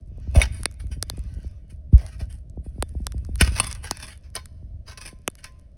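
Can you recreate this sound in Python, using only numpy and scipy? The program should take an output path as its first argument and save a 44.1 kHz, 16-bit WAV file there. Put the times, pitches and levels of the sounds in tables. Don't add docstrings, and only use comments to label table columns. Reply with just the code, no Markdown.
import sys
import numpy as np
from scipy import signal
from scipy.fft import rfft, irfft
from scipy.io import wavfile
from scipy.ndimage import uniform_filter1d, minimum_filter1d

SR = 44100
rng = np.random.default_rng(int(sys.argv[2]) if len(sys.argv) > 2 else 0)


def waveform_to_disk(signal):
    frames = np.transpose(np.atleast_2d(signal))
    scaled = np.clip(frames, -1, 1) * 32767
    samples = np.round(scaled).astype(np.int16)
    wavfile.write(sys.argv[1], SR, samples)


N = 254456
TIME = np.arange(N) / SR
BITE_S, LET_GO_S = 0.0059, 0.023


def from_db(db):
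    return 10 ** (np.asarray(db) / 20)


def rms_one(x):
    return x / np.sqrt(np.mean(x ** 2) + 1e-20)


def energy_one(x):
    return x / np.sqrt(np.sum(x ** 2) + 1e-20)


def add(track, start_s, sound):
    at = max(round(start_s * SR), 0)
    track[at:at + len(sound)] += sound[:N - at]


def band(x, low_hz, high_hz):
    return signal.sosfilt(signal.butter(1, [low_hz, high_hz], "band", fs=SR, output="sos"), x + 1e-18)


def through(x, response):
    return signal.fftconvolve(x, response)[:N]


def colour(spectrum, size=8192):
    hz, db = np.transpose(spectrum)
    bins_hz = np.fft.rfftfreq(size, 1 / SR)
    gain = from_db(np.interp(np.log(bins_hz + 1), np.log(hz), db))
    causal_cepstrum = 2 * irfft(np.log(gain))[:size // 2]
    return energy_one(irfft(np.exp(rfft(causal_cepstrum, size)))[:size // 2])


def drift(per_s):
    knots = rng.standard_normal(int(per_s * N / SR) + 2)
    return np.interp(TIME * per_s, np.arange(len(knots)), knots)


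def grains(per_s, spread_db):
    sizes = from_db(spread_db * np.minimum(rng.exponential(1, N), 4)) * rng.choice([-1, 1], N)
    return rms_one(sizes * (rng.random(N) < per_s / SR))


def swell(start_s, length_s, rise_s, fall_s):
    before = np.maximum(start_s - TIME, 0) / rise_s
    after = np.maximum(TIME - start_s - length_s, 0) / fall_s
    return np.exp(-np.minimum(before + after, 30))


def dying_noise(t60_s):
    return energy_one(rng.standard_normal(SR) * from_db(-60 * TIME[:SR] / t60_s))


def ringing(modes, t60_share=1):
    t, ring = TIME[:SR], 0
    for hz, db, t60_s in modes:
        decay = from_db(-60 * t / (t60_s * t60_share))
        ring = ring + from_db(db) * energy_one(np.sin(2 * np.pi * hz * t) * decay)
    return energy_one(ring)


# frequency in Hz, relative level in dB.
AIR_SPECTRUM = [(30, 5), (120, -3), (450, -25.5), (630, -16), (850, -41.5), (10000, -51.5), (13000, -74)]


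def still_air():
    return from_db(-50) * through(rng.standard_normal(N), colour(AIR_SPECTRUM))


def garage_tail(sound):
    return from_db(-24.5) * band(through(sound, dying_noise(t60_s=1)), low_hz=292.3, high_hz=5510)


# frequency in Hz, relative level in dB.
RUB_SPECTRUM = [(150, -8.5), (400, -8), (650, 5.5), (900, -12), (2000, -37)]
# start in seconds, length in seconds, level in dB.
SKIN_RUBS = [(0.349, 0.055, -32.5), (1.934, 0.11, -51), (2.19, 0.023, -52), (4.67, 0.097, -73)]


def skin_rubs():
    envelope = sum(from_db(db) * swell(s, length_s, BITE_S, LET_GO_S) for s, length_s, db in SKIN_RUBS)
    return through(envelope * grains(per_s=350, spread_db=4), colour(RUB_SPECTRUM))


# frequency in Hz, relative level in dB.
CASE_SPECTRUM = [(15, -29.5), (42, -3.5), (61, 3), (84, -2), (150, -19), (260, -31), (600, -58.5),
                 (3000, -110)]
# time in seconds, relative level in dB.
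GRIP_RUMBLE = [(0.1, -45), (0.43, -30.5), (0.67, -44.5), (1.32, -37.5), (1.65, -49.5), (2.04, -40.5),
               (2.42, -46.5), (3.4, -36), (3.57, -35), (4.05, -51), (4.73, -43.5), (4.86, -51.5),
               (5.36, -57.5)]
# start in seconds, knock energy in dB, thud energy in dB.
HAND_BUMPS = [(0.18, -18, -40), (0.272, -18.5, 5.5), (0.355, -5, 24), (0.602, -20, -0.5), (0.838, -24, 2.5),
              (0.9, -33, 0.5), (1.177, -13, 2), (1.443, -17.5, -0.5), (1.924, -22, 29.5), (2.208, -18, 6.5),
              (2.572, -10.5, 0), (2.661, -14.5, 0.5), (2.78, -14, 5), (2.949, -12.5, 4.5), (3, -18, 3.5),
              (3.142, -13.5, 5), (3.288, -11.5, 4.5), (3.408, 9.5, 18.5), (3.469, -14, 10),
              (4.624, -25.5, -3), (5.126, -18.5, -15)]


def hand():
    grip_db = np.interp(TIME, *np.transpose(GRIP_RUMBLE))
    slips = from_db(grip_db - 11) * grains(per_s=70, spread_db=6.5)
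    thuds = from_db(grip_db + 7) * grains(per_s=260, spread_db=2.5)
    knocks = np.zeros(N)
    for start_s, knock_db, thud_db in HAND_BUMPS:
        add(knocks, start_s, from_db([knock_db]))
        add(thuds, start_s + .002, from_db([thud_db]))
    creak = colour([(50, -10), (140, -1.5), (280, -12.5), (600, -29), (3000, -91)])
    skin = colour([(60, -26), (170, 8), (350, 2.5), (750, -9), (1100, -32), (3000, -73.5)])
    return through(slips, creak) + through(knocks, skin) + through(thuds, colour(CASE_SPECTRUM))


# frequency in Hz, relative level in dB.
TICK_SPECTRUM = [(300, -37), (1200, -4), (1900, -5.5), (3000, -10), (5200, -1.5), (10200, 2.5),
                 (12600, -16.5), (16000, -39)]


def fracture(energy_db):
    t = TIME[:SR // 200]
    burst = rng.standard_normal(len(t)) * t * np.exp(-t / .0002)
    return from_db(energy_db) * energy_one(np.convolve(burst, colour(TICK_SPECTRUM)))


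def rust_dust(friction_db):
    ticks = from_db(.62 * friction_db - 25) * grains(per_s=22, spread_db=4)
    return through(ticks, colour(TICK_SPECTRUM))


def pop(hz, width):
    return energy_one(band(signal.unit_impulse(SR // 20), hz / (1 + width), hz * (1 + width)))


# start in seconds, crack energy in dB, hollow energy in dB, hollow
# frequency in Hz, ping energy in dB, ping frequency in Hz, delay of the second break in seconds.
FLAKE_SNAPS = [(0.6563, 4, -2, 640, -5, 1600, .00046), (1.0264, -2.5, -9, 620, -2, 5200, .0002),
               (1.099, -4, -13, 650, -4, 4300, .00022), (2.8245, -1.5, -0.5, 450, -8, 2800, .00016),
               (3.068, -2, -16, 750, -13, 1700, .0002), (3.9107, 0.5, 2.5, 500, -1, 5300, .00097),
               (5.2778, 3, 0, 400, -7, 2500, .00033)]
# time in seconds, energy in dB.
CRUMB_TICKS = [(0.6333, -9), (0.713, -26), (0.742, -32), (0.87, -32), (1.1734, -26), (1.1925, -25),
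               (2.0646, -19), (2.327, -27), (2.498, -32), (2.892, -31), (3.1213, -19), (3.181, -29),
               (3.2494, -25), (3.3567, -13.5), (3.6448, -9), (3.7133, -9), (3.7279, -7), (3.9714, -15),
               (4.176, -29), (4.4573, -18), (5.301, -24), (5.3535, -24)]


def rust_flakes(fracture_lead_s=.0003, second_share=.6):
    cracks = np.zeros(N)
    for start_s, crack_db, hollow_db, hollow_hz, ping_db, ping_hz, delay_s in FLAKE_SNAPS:
        hollow = from_db(hollow_db) * pop(hollow_hz, width=.9)
        ping = from_db(ping_db) * pop(ping_hz, width=.28)
        for break_s, share in ((start_s, 1), (start_s + delay_s, second_share)):
            strength = share / np.hypot(1, second_share)
            add(cracks, break_s - fracture_lead_s, strength * fracture(crack_db))
            add(cracks, break_s, strength * (hollow + ping))
    for time_s, db in CRUMB_TICKS:
        add(cracks, time_s - fracture_lead_s, fracture(db))
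    return cracks + from_db(-23) * through(cracks, ringing(PIPE_MODES))


# frequency in Hz, relative level in dB.
RUST_SPECTRUM = [(200, -3), (500, -4.5), (1100, -3.5), (2300, -1.5), (3700, -10.5), (5000, -8), (6500, -9),
                 (12000, -43.5)]
GRIT_SPECTRUM = [(3800, -36), (5300, -7), (7700, -10.5), (9000, 4), (10300, 5), (11200, -4.5),
                 (12400, -23.5), (17000, -35)]


def pipe_wall(force, grit, spots=6):
    contact = from_db(11.5) * through(force, colour(RUST_SPECTRUM))
    contact += from_db(14.5) * through(grit, colour(GRIT_SPECTRUM))
    shares = from_db(12 * np.array([drift(per_s=16) for _ in range(spots)]))
    shares /= np.sqrt(np.sum(shares ** 2, axis=0))
    return sum(through(contact * share, dying_noise(t60_s=.028)) for share in shares)


# frequency in Hz, relative level in dB, 60 dB decay in seconds.
PIPE_MODES = [(1690, -6, 0.028), (2188, -0.5, 0.016), (2577, -3, 0.021), (2945, -8, 0.022),
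              (3533, -9.5, 0.15), (4427, -4.5, 0.017), (4820, -7, 0.014), (5090, -3.5, 0.012),
              (5760, -1.5, 0.01)]


def pipe_ring(force, bend=.025, swing_db=8, shifts_per_s=18):
    ring = 0
    for hz, db, t60_s in PIPE_MODES:
        bent_hz = hz * (1 + bend * drift(shifts_per_s))
        phasor = np.exp(2j * np.pi * np.cumsum(bent_hz) / SR)
        coupling = from_db(db) * rms_one(from_db(swing_db * np.tanh(drift(shifts_per_s))))
        pole = from_db(-60 / (t60_s * SR))
        amplitude = signal.lfilter([np.sqrt(2 * (1 - pole ** 2))], [1, -pole], force * coupling / phasor)
        ring = ring + np.real(phasor * amplitude)
    return from_db(5.5) * ring / np.sqrt(sum(from_db(db) ** 2 for _, db, _ in PIPE_MODES))


# frequency in Hz, relative level in dB, 60 dB decay in seconds.
BAR_MODES = [(1034, 0, 0.42), (4300, -9, 0.25), (5980, -10, 0.27)]


def bar_ring(force, strikes, free_from_s=4.2):
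    free = from_db(-5) * through(force * (TIME > free_from_s), ringing(BAR_MODES))
    return free + through(strikes, ringing(BAR_MODES, t60_share=.27))


# start in seconds, length in
# seconds, relative level in dB, grit against that level in dB.
LIGHT_SLIDES = [(0.228, 0.42, -70, -26), (1.09, 0.37, -68.5, -13), (2.75, 0.58, -77, -4),
                (5.26, 0.31, -79, -10.5)]
FIRM_STROKES = [(0.353, 0.05, -50.5, -3.5), (0.412, 0.0067, -38.5, -19), (0.527, 0.077, -63.5, 1),
                (0.801, 0.0048, -60.5, -6), (0.919, 0.0049, -59, -3.5), (0.933, 0.0031, -68, -3),
                (1.702, 0.0036, -68, -2.5), (1.928, 0.0048, -70, -2), (1.975, 0.055, -60.5, -20),
                (2.008, 0.14, -60.5, -11), (2.195, 0.022, -58, -11), (2.3, 0.048, -67.5, -1),
                (2.644, 0.02, -77, 4.5), (3.406, 0.019, -33.5, -20), (3.43, 0.17, -52, -6.5),
                (3.563, 0.078, -43.5, -9), (3.664, 0.065, -53, -11), (3.711, 0.053, -58, -7),
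                (3.835, 0.0037, -50, -5), (3.863, 0.0047, -47, -14), (3.909, 0.12, -57.5, -18),
                (4.001, 0.047, -53.5, -7.5), (4.08, 0.036, -53, -7.5), (4.237, 0.028, -70, -15),
                (4.358, 0.0099, -48.5, -15), (4.872, 0.056, -57.5, -14.5), (5.013, 0.0023, -52.5, -7),
                (5.058, 0.012, -48.5, -5), (5.386, 0.0022, -62.5, -9), (5.438, 0.019, -53.5, -16)]


def friction_levels(catch_db=5, catch_s=.018, ease_db_per_s=28.5):
    contacts = []
    for start_s, length_s, db, grit_db in LIGHT_SLIDES:
        contacts.append((from_db(db) * swell(start_s, length_s, rise_s=.07, fall_s=.099), grit_db))
    for start_s, length_s, db, grit_db in FIRM_STROKES:
        caught_db = catch_db * np.exp(-np.abs(TIME - start_s) / catch_s)
        eased_db = ease_db_per_s * (np.clip(TIME - start_s, 0, length_s) - length_s / 2)
        envelope = from_db(db + caught_db - eased_db) * swell(start_s, length_s, BITE_S, LET_GO_S)
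        contacts.append((envelope, grit_db))
    power = sum(envelope ** 2 for envelope, _ in contacts)
    grit_power = sum((envelope * from_db(grit_db)) ** 2 for envelope, grit_db in contacts)
    return 10 * np.log10(power), 10 * np.log10(grit_power / power)


def catches(per_s, decay_s):
    jerks = rng.uniform(.3, 1, N) * (rng.random(N) < per_s / SR)
    return signal.lfilter([1], [1, -np.exp(-1 / (decay_s * SR))], jerks + 1e-18)


def scrape(friction_db):
    bite = np.interp(friction_db, [-72, -52], [0, 1])
    stutter_db = bite * (2.5 * drift(per_s=130) + 11 * np.minimum(catches(per_s=60, decay_s=.005), 1))
    grinding = bite * grains(per_s=1800, spread_db=5)
    rubbing = np.sqrt(1 - bite ** 2) * rng.standard_normal(N)
    return from_db(friction_db + stutter_db - 6.5) * (grinding + rubbing)


# multiple of its pitch, relative level in dB, 60 dB decay in seconds.
CLAMP_MODES = [(1, -5, 0.028), (1.104, -8.5, 0.036), (1.641, -12.5, 0.055)]


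def clamp_ring(pitch_hz):
    return ringing([(pitch_hz * multiple, db, t60_s) for multiple, db, t60_s in CLAMP_MODES])


# start in seconds, level in dB, chatter time constant in seconds,
# grit gain in dB, clamp gain in dB, clamp pitch in Hz, bar gain in dB.
BAR_CLANKS = [(0.416, -35.5, 0.0039, 2.5, 45, 2232, 9), (0.424, -39, 0.0073, -12, 36, 2240, -0.5),
              (3.41, -13.5, 0.002, -3.5, 17, 2120, -7), (3.599, -19, 0.00087, 2.5, 25, 2653, 10.5),
              (3.667, -44, 0.0072, 4, 13, 2530, 28.5), (4.3518, -37.5, 0.003, 3, 8.5, 2150, 4),
              (4.363, -29, 0.0011, -16, -1, 2130, 19), (4.974, -45, 0.0071, -9.5, 11.5, 2240, 7.5)]


def pry_bar(friction_db, grit_db):
    force = scrape(friction_db)
    grit = force * from_db(grit_db)
    clamp, strikes, t = np.zeros(N), np.zeros(N), TIME[:SR // 8]
    for start_s, db, decay_s, grit_gain_db, clamp_db, clamp_hz, bar_db in BAR_CLANKS:
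        chatter = from_db(db) * rng.standard_normal(len(t)) * np.exp(-t / decay_s)
        add(force, start_s, chatter)
        add(grit, start_s, chatter * from_db(grit_gain_db))
        add(clamp, start_s, from_db(db + clamp_db) * clamp_ring(clamp_hz))
        add(strikes, start_s, from_db([db + bar_db]))
    return pipe_wall(force, grit) + pipe_ring(force) + bar_ring(force, strikes) + clamp


def scene():
    friction_db, grit_db = friction_levels()
    metal = pry_bar(friction_db, grit_db)
    garage = garage_tail(metal) + still_air()
    rust = rust_flakes() + rust_dust(friction_db)
    return (metal + garage + rust + hand() + skin_rubs())[None]


def disperse(x, q):
    for hz in 62.5 * 2 ** np.arange(8):
        w = 2 * np.pi * hz / SR
        denominator = [1 + np.sin(w) / (2 * q), -2 * np.cos(w), 1 - np.sin(w) / (2 * q)]
        x = signal.lfilter(denominator[::-1], denominator, x)
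    return x


def limiter(x):
    gain = np.minimum(1, .95 / (np.abs(x) + 1e-9))
    return x * uniform_filter1d(minimum_filter1d(gain, size=255), size=255)


def record(dry):
    dip_hz, dip_width_hz, cutoff_hz = 7192, 1300, 17500
    dip = signal.iirnotch(dip_hz, dip_hz / dip_width_hz, fs=SR)
    heard = signal.lfilter(*dip, disperse(dry, q=.55))
    return signal.sosfilt(signal.cheby2(12, 70, cutoff_hz, fs=SR, output="sos"), limiter(heard))


dry = scene()
out = record(dry)
waveform_to_disk(out)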